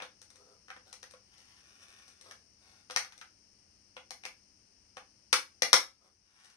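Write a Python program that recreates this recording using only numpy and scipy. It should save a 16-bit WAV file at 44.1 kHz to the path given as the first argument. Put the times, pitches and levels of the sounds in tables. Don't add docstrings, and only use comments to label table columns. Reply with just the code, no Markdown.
import sys
import numpy as np
from scipy import signal
from scipy.fft import rfft, irfft
from scipy.io import wavfile
from scipy.ndimage import uniform_filter1d

SR = 44100
rng = np.random.default_rng(int(sys.argv[2]) if len(sys.argv) > 2 else 0)


def wrap_up_sound(samples):
    columns = np.atleast_2d(samples).T
    tamed = np.clip(columns, -1, 1)
    steps = np.round(tamed * 32767).astype(np.int16)
    wavfile.write(sys.argv[1], SR, steps)


N = 289296


def rifle_hits(gain_db=11.5, pan_db=1.54):
    # start in seconds, relative level in dB,
    # low knock in dB, resonance of the part in Hz, chatter time in milliseconds.
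    snaps = [(2.962, -14, -5, 1850, 1.83), (5.328, -6.5, -3, 1227, 2.8), (5.6204, -11.5, 4.5, 1850, 3.26),
             (5.73, -1.56, -2, 1300, 2.1)]
    # start in seconds, relative level in dB, low knock in dB,
    # hardness (extra treble) in dB, resonance of the part in Hz.
    knocks = [(.001, -24.5, -2.5, -17.5, 2380), (.021, -24, 3, -8, 3700), (.682, -37.5, 2, -10, 1650),
              (.7023, -26, -11, -13.5, 1770), (.763, -37, 5.5, -10.5, 1840), (1.029, -35, 3, 1.5, 1750),
              (1.137, -40, 13.5, -10.5, 1210), (2.3104, -35, -1.5, 0.5, 1630), (2.899, -28.5, 2, -9, 1450),
              (2.909, -33, 7, 5, 2840), (3.046, -36.5, 0, 0, 1420), (3.1222, -40.5, -10, 0, 1400),
              (3.2126, -31.5, -14, -5.5, 1340), (3.966, -26.5, 2.5, -14, 3330),
              (4.1065, -30.5, -1, 4.5, 795), (4.236, -32.5, -7, -8, 2390), (4.252, -27, -0.5, 1.5, 2350),
              (4.9687, -27, 0, -9, 898)]
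    # start in seconds, relative level in dB.
    ticks = [(0.2158, -43.5), (.3018, -48.5), (0.357, -49), (0.928, -36.5), (1.109, -46), (1.38, -50.5),
             (2.079, -49), (2.101, -53), (2.211, -45), (3.178, -46), (6.4458, -51.5), (6.5, -55.5)]
    hits = [(s, contact(db, knock, hard_db=2.8, hz=hz, chatter_ms=ms)) for s, db, knock, hz, ms in snaps]
    hits += [(s, contact(*settings)) for s, *settings in knocks]
    hits += [(s, contact(db, knock_db=2, hard_db=5.5, hz=8230, chatter_ms=3)) for s, db in ticks]
    cracks, rings = np.zeros((2, 2, N))
    gain = undb(gain_db + np.array([[pan_db], [-pan_db]]) / 2)
    for start_s, (crack_sound, ring_sound) in hits:
        add(cracks, start_s, gain * crack_sound)
        add(rings, start_s, gain * ring_sound)
    return cracks, rings


def contact(db, knock_db, hard_db, hz, chatter_ms=None, ring_db=-8):
    chatter_ms = chatter_ms or 2.34 * 2 ** (-hard_db / 23.5)
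    touch = touch_tone(knock_db, clack_db=0.29 * hard_db, snap_db=hard_db)
    tone = undb(db) * through(touch, struck_part(hz, db))
    crack_sound = through(crack(chatter_ms), tone)
    ring_sound = undb(ring_db) * np.array([through(side, tone) for side in resonant_ring()])
    return crack_sound, ring_sound


def crack(chatter_ms, shell_t60=0.02, shell_db=-4):
    # frequency in Hz, level in dB.
    crack_tone = [(20, -52), (70, -25), (150, -21.5), (420, -10), (510, -8.5), (700, -2.5), (1200, -1.5),
                  (2100, -2), (3000, -5.5), (4500, -3.5), (5700, -5), (9000, -10), (12000, -19.5),
                  (15500, -34)]
    t = np.arange(SR // 8) / SR
    progress = t * 1000 / max(chatter_ms, .3)
    chatter = burst(np.sqrt(progress) * np.exp(-progress ** 2), smooth_hz=280)
    shell = burst(undb(-60 * t / shell_t60) * (1 - np.exp(-progress)), smooth_hz=250)
    return through(unit(chatter + undb(shell_db) * shell), unit(response(*np.transpose(crack_tone))))


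def resonant_ring(scatter_db=2, build_s=0.0021, spread_rad=.7):
    # pitch in Hz, relative level in dB, seconds to fade by 60 dB (t60).
    ring_notes = [(182.7, -15.5, 0.11), (506, 6.5, 0.2), (535, -2, 0.27), (563, -5, 0.11), (769, 2, 0.25),
                  (873, -12.5, 0.19), (1000, -5, .17), (1096, -10.5, 0.069), (1210, -1.5, 0.18),
                  (1315, -6.5, 0.29), (1455, -4, .2), (1850, -2, 0.074), (1942, -4, 0.095),
                  (2072, -1, 0.036), (2300, -5.5, 0.15), (2810, -16.5, 0.31), (4020, 4, 0.077),
                  (4100, -7, 0.18), (5260, -8.5, .21), (5100, -1, 0.31), (5150, -6.5, 0.16),
                  (5782, -20.5, 0.11), (6200, 2, 0.11)]
    t = np.arange(SR // 3) / SR
    hz, db, t60 = np.transpose(ring_notes)[:, :, None]
    strength = undb(db + scatter_db * rng.standard_normal(hz.shape))
    phase = 2 * np.pi * rng.random(hz.shape)
    mic_shift = spread_rad * np.sqrt(hz / 500) * rng.standard_normal((2, *hz.shape))
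    fade = unit(undb(-60 * t / t60) * (1 - np.exp(-t / build_s)))
    return unit(np.sum(strength * fade * np.sin(2 * np.pi * hz * t + phase + mic_shift), axis=1))


def struck_part(hz, force_db, boost_db=6, octaves=0.31, latch_hz=5550, latch_db=4, latch_octaves=0.11):
    grid_hz = np.geomspace(100, SR / 2, num=200)
    resonance = boost_db * np.exp(-(np.log2(grid_hz / hz) / octaves) ** 2)
    latch = latch_db * undb(force_db) * np.exp(-(np.log2(grid_hz / latch_hz) / latch_octaves) ** 2)
    return response(grid_hz, resonance + latch - 2)


def touch_tone(knock_db, clack_db, snap_db):
    return response([250, 450, 570, 800, 1300, 1900, 3000, 4500],
                    [knock_db / 2, knock_db, knock_db, 0, 0, clack_db, clack_db, snap_db])


def finger_rubs(grains_per_s=800, spread_db=5.5, grain_ms=1.26, gain_db=2):
    # middle in seconds, half length in seconds, relative level in dB,
    # dullness in dB.
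    strokes = [(.455, .11, -68, 18.5), (0.886, .025, -63.5, 6.5), (1.451, 0.17, -69.5, -2.5),
               (1.882, 0.26, -65, 0.5), (2.291, 0.065, -63.5, 7.5), (2.72, .1, -69, 1.5),
               (6.055, 0.048, -72, 10), (6.436, 0.13, -69.5, -0.5)]
    out, t = np.zeros(N), np.arange(N) / SR
    for middle_s, half_s, db, dull_db in strokes:
        span = np.abs(t - middle_s) < 2 * half_s
        n = span.sum()
        sizes = undb(spread_db * np.minimum(rng.exponential(size=n), 3))
        grains = (rng.random(n) < grains_per_s / SR) * rng.choice([-1, 1], n) * sizes
        friction = through(unit(grains) * np.sqrt(n), crack(grain_ms))
        stroke = through(friction, touch_tone(dull_db, -dull_db, -0.31 * dull_db))
        swell = np.exp(-((t[span] - middle_s) / half_s) ** 2)
        out[span] += stroke * swell * undb(db + gain_db)
    return out


def room(x, t60=0.21, echo_db=-1, right_direct_db=-3, first_s=0.0095, first_db=-1, first_width_s=0.003):
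    t = np.arange(2 * (SR // 5)) / SR
    tail = undb(-60 * t / t60) * np.clip(t / first_s, 0, 1) ** 2
    early = undb(first_db) * np.exp(-((t - first_s) / first_width_s) ** 2) / 2
    left, separate = burst(tail + early, smooth_hz=100), burst(tail + early, smooth_hz=80)
    bass = 1 / (1 + (np.fft.rfftfreq(len(t), 1 / SR) / 600) ** 4)
    right = irfft(rfft(left) * np.sqrt(bass) + rfft(separate) * np.sqrt(1 - bass)) * (t < 1.3 * t60)
    direct = 1. * (t == 0)
    bent = signal.lfilter([.6, -1.5, 1], [1, -1.5, .6], direct)
    return np.array([through(x[0], direct + undb(echo_db) * left),
                     through(x[1], undb(right_direct_db) * bent + undb(echo_db) * right)])


def background(rumble_db=-76, apart_db=-10, hiss_db=-59):
    # frequency in Hz, relative level in dB.
    rumble_tone = [(20, -24), (40, -9), (60, -2), (100, -2), (135, -11.5), (200, -9.5), (320, -9),
                   (450, -18), (800, -23.5), (2000, -45.5)]
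    # frequency in Hz, left and right relative levels in dB.
    hiss_tone = [(300, -13.5, -5), (1300, -12, -10), (2940, -10.5, -6), (3660, -17.5, -25), (4340, -3, -15),
                 (5400, 8.5, -10), (6287, 1.5, -19.5), (7560, -25.5, -39), (8780, -1.5, -32),
                 (9800, -20, -35.5), (11200, -24, -20), (12700, -48.5, -46.5)]
    tone = unit(response(*np.transpose(rumble_tone), size=8192))
    shared, side = (through(rng.standard_normal(N), tone) for _ in range(2))
    rumble = shared + undb(apart_db) * side * np.array([[1], [-1]])
    hz, *sides_db = np.transpose(hiss_tone)
    hiss = np.array([through(rng.standard_normal(N), response(hz, db)) for db in sides_db])
    sink_db = np.interp(np.arange(N) / SR, [5.7, 5.97], [1.15, -4])
    return (undb(rumble_db) * rumble + mains_hum() + undb(hiss_db) * hiss) * undb(sink_db)


def mains_hum():
    # pitch in Hz, relative level in dB.
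    hum_notes = [(100, -92.5), (200, -84.5)]
    t = np.arange(N) / SR
    return sum(np.sqrt(2) * undb(db) * np.sin(2 * np.pi * (hz * t + rng.random())) for hz, db in hum_notes)


def burst(envelope, smooth_hz):
    noise = rng.standard_normal(len(envelope)) * envelope
    power = uniform_filter1d(np.abs(rfft(noise)) ** 2, int(smooth_hz * len(noise) / SR) + 1)
    flatten = response(np.fft.rfftfreq(len(noise), 1 / SR) + 1, -10 * np.log10(power))
    return unit(through(noise, flatten))


def response(hz, db, size=2048):
    bin_hz = np.arange(size // 2 + 1) * SR / size + 1
    log_gain = np.log(undb(np.interp(np.log(bin_hz), np.log(hz), db)))
    cepstrum = irfft(log_gain)
    cepstrum[1:size // 2] *= 2
    cepstrum[size // 2 + 1:] = 0
    return irfft(np.exp(rfft(cepstrum)))


def through(x, impulse_response):
    return signal.fftconvolve(x, impulse_response)[:len(x)]


def add(track, start_s, x):
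    start = max(int(start_s * SR), 0)
    track[:, start:start + x.shape[1]] += x[:, :N - start]


def undb(db):
    return 10 ** (np.asarray(db) / 20)


def unit(x):
    return x / np.sqrt(np.sum(x ** 2, axis=-1, keepdims=True))


def scene():
    # frequency in Hz, left and right gains in dB.
    mic_tone = [(320, 1, 6.5), (1000, 1.5, -0.5), (2220, 2.5, 6.5), (3700, 5, -3), (5050, 4, 0.5),
                (5890, 11, 3.5), (6580, -0.5, 1.5), (7480, -13.5, -18.5), (8070, 2.5, -31.5),
                (9200, 5, -12.5), (12300, -2.5, 4.5), (15000, -6.5, -6.5)]
    hz, *sides_db = np.transpose(mic_tone)
    noise_floor = background()
    cracks, rings = rifle_hits()
    air = room(cracks + finger_rubs()) + rings
    return np.array([through(side, response(hz, db)) for side, db in zip(air, sides_db)]) + noise_floor


def record(dry):
    ceiling, top_hz = 1.15, 15800
    rounded = ceiling * np.tanh(dry / ceiling)
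    return signal.sosfilt(signal.ellip(8, .2, 70, top_hz, fs=SR, output="sos"), rounded)


dry = scene()
out = record(dry)
wrap_up_sound(out)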